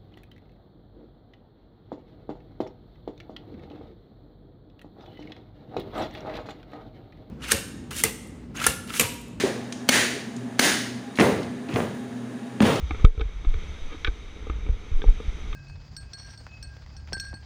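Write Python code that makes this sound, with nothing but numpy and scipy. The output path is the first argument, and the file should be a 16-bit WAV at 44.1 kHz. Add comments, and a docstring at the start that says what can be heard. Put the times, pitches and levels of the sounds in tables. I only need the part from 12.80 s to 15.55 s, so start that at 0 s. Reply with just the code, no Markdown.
"""A plank bridge over a gorge, walked across with a small camera worn on the body.
Water rushes far below: patchy noise, lifted where the plastic housing of the microphone resonates.
Close up, cloth touches and scuffs ring the modes of the housing, over a low noise of sway.
Steps and bumps against clothing knock the housing and shove the microphone with low, decaying thumps."""
import sys
import numpy as np
from scipy import signal
from scipy.io import wavfile
from scipy.ndimage import uniform_filter1d

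SR = 44100
rng = np.random.default_rng(int(sys.argv[2]) if len(sys.argv) > 2 else 0)


def wrap_up_sound(samples):
    """Save the sound to the file named by the first command line argument, as 16-bit audio."""
    columns = np.atleast_2d(samples).T
    # keep every value between -1 and 1, then stretch to whole-number steps
    tamed = np.clip(columns, -1, 1)
    steps = np.round(tamed * 32767).astype(np.int16)
    wavfile.write(sys.argv[1], SR, steps)


N = 121275  # samples


def amp(db):
    """Decibels to amplitude factor."""
    return 10 ** (np.asarray(db) / 20)


def evened(x):
    """Scale to an RMS of 1."""
    return x / np.sqrt(np.mean(x ** 2) + 1e-20)


def read(points, hz):
    """Read a spectrum curve, straight between its points on a log frequency axis."""
    f, value = np.transpose(points)
    return np.interp(np.log(hz + 1), np.log(f + 1), value)


def add(mix, start_s, sound):
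    """Lay a sound into the mix, cut off where the mix ends."""
    part = mix[round(start_s * SR):][:len(sound)]
    part += sound[:len(part)]


def hiss(shape_db, size):
    """Noise from random short-time spectra; shape_db(hz, s) gives the level of each bin."""
    hop = size // 4
    frames, hz = N // hop + 5, np.fft.rfftfreq(size, 1 / SR)
    real, imag = rng.standard_normal((frames, len(hz), 2)).T
    frame_s = np.arange(frames) * hop / SR
    spectra = (real + 1j * imag) * amp(shape_db(hz[:, None], frame_s))
    return signal.istft(spectra, nperseg=size, noverlap=size - hop)[1][:N]


# Spectrum of the far water before the housing colours it: pitch_hz, relative level_db (per Hz)
WATER_SPECTRUM = [(100, 0), (330, -10), (600, -16), (2500, -21), (3900, -23.5), (4300, -24), (5300, -27),
                  (7000, -32), (9000, -37), (13500, -49)]
# Housing resonances that the water passes through: pitch_hz, width_hz, lift_db
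HOUSING_RESONANCES = [(403, 52, 1), (1300, 230, 6), (2220, 410, 9), (3310, 510, 8), (3746, 96, 18.5),
                      (6113, 600, 13)]
# Level at which the water is heard, dipping after the hardest bump (relative): time_s, mids_db, treble_db
WATER_HEARD = [(0, -44.5, -55.5), (.23, -40, -53.5), (.27, -49, -64), (.36, -52, -60.5), (.42, -47, -59.5),
               (.66, -46, -58), (.8, -41.5, -54), (1.1, -43.5, -54.5), (1.41, -46, -56.5),
               (1.75, -44, -58.5), (2.0, -46, -58), (2.35, -43, -54.5), (2.75, -42.5, -54)]
SPLIT_HZ, PATCH_DB = 3330, 0.5  # where mids hand over to treble; RMS depth of the patches


def water():
    """Far rapids: patchy noise lifted at the housing resonances; mids and treble have their own levels."""
    s, mids_db, treble_db = np.transpose(WATER_HEARD)

    def shape_db(hz, t):
        lift = sum(db / (1 + (2 * (hz - f) / width) ** 2) for f, width, db in HOUSING_RESONANCES)
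        base = read(WATER_SPECTRUM, hz) + lift - 200 * (hz < 90)  # no water below 90 Hz
        power = amp(base) ** 2
        # Each band's own power is taken out, so that the level table sets how loud it is
        mids = 10 * np.log10(power[(hz > 900) & (hz < 4000)].sum())
        treble = 10 * np.log10(power[(hz > 4500) & (hz < 8000)].sum())
        treble_share = 1 / (1 + (SPLIT_HZ / (hz + 1)) ** 8)
        level = (1 - treble_share) * (np.interp(t, s, mids_db) - mids)
        level = level + treble_share * (np.interp(t, s, treble_db) - treble)
        patches = rng.standard_normal((len(t), len(hz))).T
        patches = uniform_filter1d(patches, size=8, axis=0)  # across frequency
        patches = uniform_filter1d(patches, size=16, axis=1)  # across time
        return base + level + PATCH_DB * evened(patches)

    return hiss(shape_db, size=512) / np.sqrt(3)


# Spectrum of the low shaking: pitch_hz, relative level_db (per Hz)
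RUMBLE_SPECTRUM = [(15, 8.5), (28, 8.5), (55, 5.5), (80, 1.5), (120, -13), (200, -14.5), (400, -71.5)]
# Sway of bridge and clothing: time_s, level_db (RMS)
SWAY = [(0, -36.5), (0.241, -28.5), (.3, -59), (.4, -38.5), (.9, -32), (1.001, -40.5), (1.599, -37.5),
        (1.85, -31.5), (2.051, -39.5), (2.4, -33.5), (2.75, -30.5)]


def rumble():
    """Low, lumpy shaking carried through the body: low noise whose level follows the sway."""
    s, level_db = np.transpose(SWAY)
    noise = hiss(lambda hz, t: read(RUMBLE_SPECTRUM, hz) + 0 * t, size=4096)
    return evened(noise) * amp(np.interp(np.arange(N) / SR, s, level_db))


MODE_SCATTER_DB, PITCH_SCATTER = 2, 0.02  # each touch lands on another spot; pitch as a fraction
RISE_S = 0.00058  # time constant of a mode's onset


def ring(modes, touch, low_hz, high_hz):
    """A band-limited touch rings slightly detuned, quickly rising modes; loudest stretch near peak 1."""
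    t = np.arange(0, .12, 1 / SR)
    body = np.zeros(len(t))
    for pitch_hz, level_db, t60_s in modes:
        level_shift, pitch_shift = rng.standard_normal(2)
        decay = amp(level_db + MODE_SCATTER_DB * level_shift - 60 * t / t60_s)
        body += decay * np.sin(2 * np.pi * pitch_hz * (1 + PITCH_SCATTER * pitch_shift) * t)
    band = signal.butter(3, [low_hz, high_hz], "band", fs=SR, output="sos")
    soft = signal.sosfilt(band, touch)
    out = signal.fftconvolve(soft, body * (1 - np.exp(-t / RISE_S)))
    return out / np.sqrt(2 * uniform_filter1d(out ** 2, size=200).max())


# Body of the housing: pitch_hz, relative level_db, t60_s
CASE_MODES = [(1261, 3, 0.02), (1833, 1.5, 0.0067), (2250, 0, 0.015), (2550, -10, 0.015)]
# Clip or latch: pitch_hz, relative level_db, t60_s
SNAP_MODES = [(1504, 1.5, 0.029), (1685, -1, 0.022), (2270, 1, 0.014), (3340, 2.5, 0.012),
              (3610, 2.5, 0.016), (4580, -4, 0.006), (5390, -7, 0.0051)]
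# Hollow of the housing: pitch_hz, relative level_db, t60_s
HOLLOW_MODES = [(180, -5, 0.0092), (316.4, 3.5, 0.028), (422.4, -1.5, 0.076), (449.7, -10, 0.14),
                (766, 3, 0.011)]
LONG_RING_LOW_HZ, LONG_RING_HIGH_HZ = 400, 500  # hollow modes in here take the extra lift
# Bands of a touch that reach the modes
BRIGHT_LOW_HZ, BRIGHT_HIGH_HZ = 930, 5500
HOLLOW_LOW_HZ, HOLLOW_HIGH_HZ = 131.6, 1016


def housing(touch, case_db, snap_db, hollow_db, long_ring_db=0):
    """One touch sounds in the three sets of modes by its own amounts."""
    hollow_modes = []
    for pitch_hz, level_db, t60_s in HOLLOW_MODES:
        is_long = LONG_RING_LOW_HZ < pitch_hz < LONG_RING_HIGH_HZ
        hollow_modes.append((pitch_hz, level_db + long_ring_db * is_long, t60_s))
    case = amp(case_db) * ring(CASE_MODES, touch, BRIGHT_LOW_HZ, BRIGHT_HIGH_HZ)
    snap = amp(snap_db) * ring(SNAP_MODES, touch, BRIGHT_LOW_HZ, BRIGHT_HIGH_HZ)
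    hollow = amp(hollow_db) * ring(hollow_modes, touch, HOLLOW_LOW_HZ, HOLLOW_HIGH_HZ)
    return case + snap + hollow


GRIT_DB = 2.5  # spread of the catch sizes


def catches(count, per_s):
    """Cloth catching at random instants: single pushes either way, a few much larger than most."""
    chance, side, size = rng.random((count, 3)).T
    return (chance < per_s / SR) * np.sign(side - .5) * amp(-GRIT_DB * np.log(size + .01))


TAPS_PER_S, TAPS_DB = 60, -55.5  # average rate, RMS level


def faint_taps():
    """Small chance touches of cloth, close by, that stir the hollow modes."""
    touch = catches(N, TAPS_PER_S)
    return amp(TAPS_DB) * evened(ring(HOLLOW_MODES, touch, HOLLOW_LOW_HZ, HOLLOW_HIGH_HZ)[:N])


# Cloth or strap scuffing the housing: start_s, length_s, bright_db (case and snap modes), hollow_db
SCUFF_TIMES = [(0.407, 0.0033, -36.5, -33.5), (1.091, 0.071, -43.5, -39), (1.259, 0.021, -33.5, -46),
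               (2.185, 0.016, -59, -38), (2.272, 0.0067, -47.5, -52)]
GRIT_PER_S = 1800  # average catches per second


def scuffs():
    """Uneven catches under a stroke that swells and fades, ringing the housing."""
    out, t = np.zeros(N), np.arange(4000) / SR
    for start_s, length_s, bright_db, hollow_db in SCUFF_TIMES:
        stroke = np.sin(np.pi * np.minimum(t / length_s, 1))
        touch = catches(len(t), GRIT_PER_S) * stroke
        add(out, start_s, housing(touch, bright_db, bright_db, hollow_db))
    return out


# Knocks on the housing: start_s, case_db, snap_db, hollow_db, long_ring_db (lift of the long hollow ring)
KNOCK_TIMES = [(0.1082, -26, -34, -25, -12), (0.1463, -36.5, -58, -33, 4), (0.1963, -40, -51, -37, 6),
               (0.248, -20.5, -26.5, -21.5, 6), (0.377, -43, -58, -36, 3), (0.3962, -42, -40, -30, 19),
               (0.412, -35.5, -31, -31, 2.5), (0.648, -38.5, -41.5, -35.5, -6),
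               (0.74, -42.5, -39.5, -36.5, 3), (1.2465, -28.5, -17.5, -38, 11),
               (1.2734, -34, -25.5, -35, 11), (1.2795, -39, -45, -29, -5.5), (1.6686, -42.5, -48, -31, 6),
               (1.698, -29, -43, -29.5, -12), (1.8647, -43, -48, -34.5, 1), (1.8882, -53, -47, -32, -9),
               (2.2183, -42, -31, -33.5, 2), (2.24, -40, -54, -24, 4), (2.284, -43.5, -50, -33.5, 4),
               (2.4009, -41, -50, -30.5, 5), (2.7287, -34.5, -36, -46, -7)]
ROUGH, CONTACT_S = 0.06, 0.005  # roughness beside a tap of 1, its decay time constant
# Rattle of the casing: start, RMS level at the start, decay, low-pass edge
CRACK_S, CRACK_DB, CRACK_T60_S, CRACK_HZ = 0.2487, -34.5, 0.012, 6300


def knocks():
    """Each knock is a tap with a short rough contact; the hardest bump also rattles the casing."""
    out, t = np.zeros(N), np.arange(2000) / SR
    for start_s, *levels_db in KNOCK_TIMES:
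        tap = t == 0
        rough = ROUGH * rng.standard_normal(len(t)) * np.exp(-t / CONTACT_S)
        add(out, start_s, housing(tap + rough, *levels_db))
    bright_noise = np.diff(rng.standard_normal(len(t) + 1))
    rattle = signal.lfilter(*signal.butter(4, CRACK_HZ, fs=SR), bright_noise)
    add(out, CRACK_S, evened(rattle) * amp(CRACK_DB - 60 * t / CRACK_T60_S))
    return out


# Shoves of the microphone: start_s, level_db (peak, before push), pitch_hz (at the start), swell_s,
# t60_s, push (factor: its sign is the direction, its size scales the level)
THUMP_TIMES = [(0.021, -19.5, 68, 0.02, 0.083, 0.9), (0.104, -22.5, 67, 0.0051, 0.18, 1),
               (.2443, 1, 108, .002, .16, -1), (0.376, -19.5, 57, 0.0033, 0.16, 0.91),
               (0.412, -17.5, 49, 0.0012, 0.16, 0.89), (.452, -18, 44.6, 0.0038, 0.12, 0.84),
               (0.545, -20.5, 38, 0.015, 0.085, 0.68), (0.668, -5, 29.4, 0.0053, 0.33, -0.67),
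               (0.746, -18, 59.5, 0.0069, 0.13, 0.69), (0.881, -26, 67, 0.017, 0.28, 0.5),
               (1.014, -22, 16.2, 0.0079, 0.42, 1), (1.256, -16, 11, 0.011, 0.052, 0.62),
               (1.279, -14, 46, 0.0042, 0.15, 0.83), (1.698, -16.5, 56, 0.0014, 0.22, -0.7),
               (1.755, -26, 40, 0.006, 0.36, 0.62), (1.892, -13, 48, 0.023, 0.033, -1.14),
               (1.922, -18, 37.5, 0.0043, 0.11, -1.22), (2.115, -14, 47, 0.018, 0.027, -0.7),
               (2.13, -9, 13.8, 0.028, 0.16, 0.95), (2.261, -15.5, 36.3, 0.0072, 0.23, -1.27),
               (2.276, 3, 32.8, 0.01, 0.14, 0.41), (2.479, -10, 36, 0.011, 0.036, 0.59),
               (2.641, -30.5, 55, 0.016, 0.4, 0.75)]
REST_HZ = 21.8  # low pitch towards which hard thumps glide
SAG_FROM_DB, SAG_FULL_DB = -15, -7  # weak thumps hold their pitch, strong ones glide fully
SAG_PER_SWELL = 2.6  # time constant of the glide, in swell times


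def thump(level_db, pitch_hz, swell_s, t60_s, push):
    """A shove swells, swings back and dies; the harder it is, the closer it glides to the rest pitch."""
    t = np.arange(0, .4, 1 / SR)
    sag = np.clip((level_db - SAG_FROM_DB) / (SAG_FULL_DB - SAG_FROM_DB), 0, 1)
    sag_course = 1 - np.exp(-t / (SAG_PER_SWELL * swell_s))
    pitch = pitch_hz - sag * (pitch_hz - REST_HZ) * sag_course
    envelope = (1 - np.exp(-(t / swell_s) ** 2)) * amp(-60 * t / t60_s)
    shape = envelope * np.sin(2 * np.pi * np.cumsum(pitch) / SR)
    return push * amp(level_db) * shape / abs(shape).max()


def thumps():
    """All the shoves from steps and bumps, right at the microphone."""
    out = np.zeros(N)
    for start_s, *shove in THUMP_TIMES:
        add(out, start_s, thump(*shove))
    return out


def scene():
    """Water, rumble, taps, scuffs, knocks and thumps at one microphone."""
    return (water() + rumble() + faint_taps() + scuffs() + knocks() + thumps())[None]


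LOW_CUT_HZ, CEILING, EDGE_HZ = 7, 1.0, 13450  # ceiling is full scale; edge is the top of the band


def record(dry):
    """The microphone channel: low cut, overload on the hardest bump, then a steep treble limit."""
    low_cut = signal.lfilter(*signal.butter(1, LOW_CUT_HZ, "high", fs=SR), dry)
    overloaded = np.clip(low_cut, -CEILING, CEILING)
    band_limit = signal.firwin(511, EDGE_HZ, window=("kaiser", 9), fs=SR)
    return signal.oaconvolve(overloaded, band_limit[None], "same")


dry = scene()
out = record(dry)
wrap_up_sound(out)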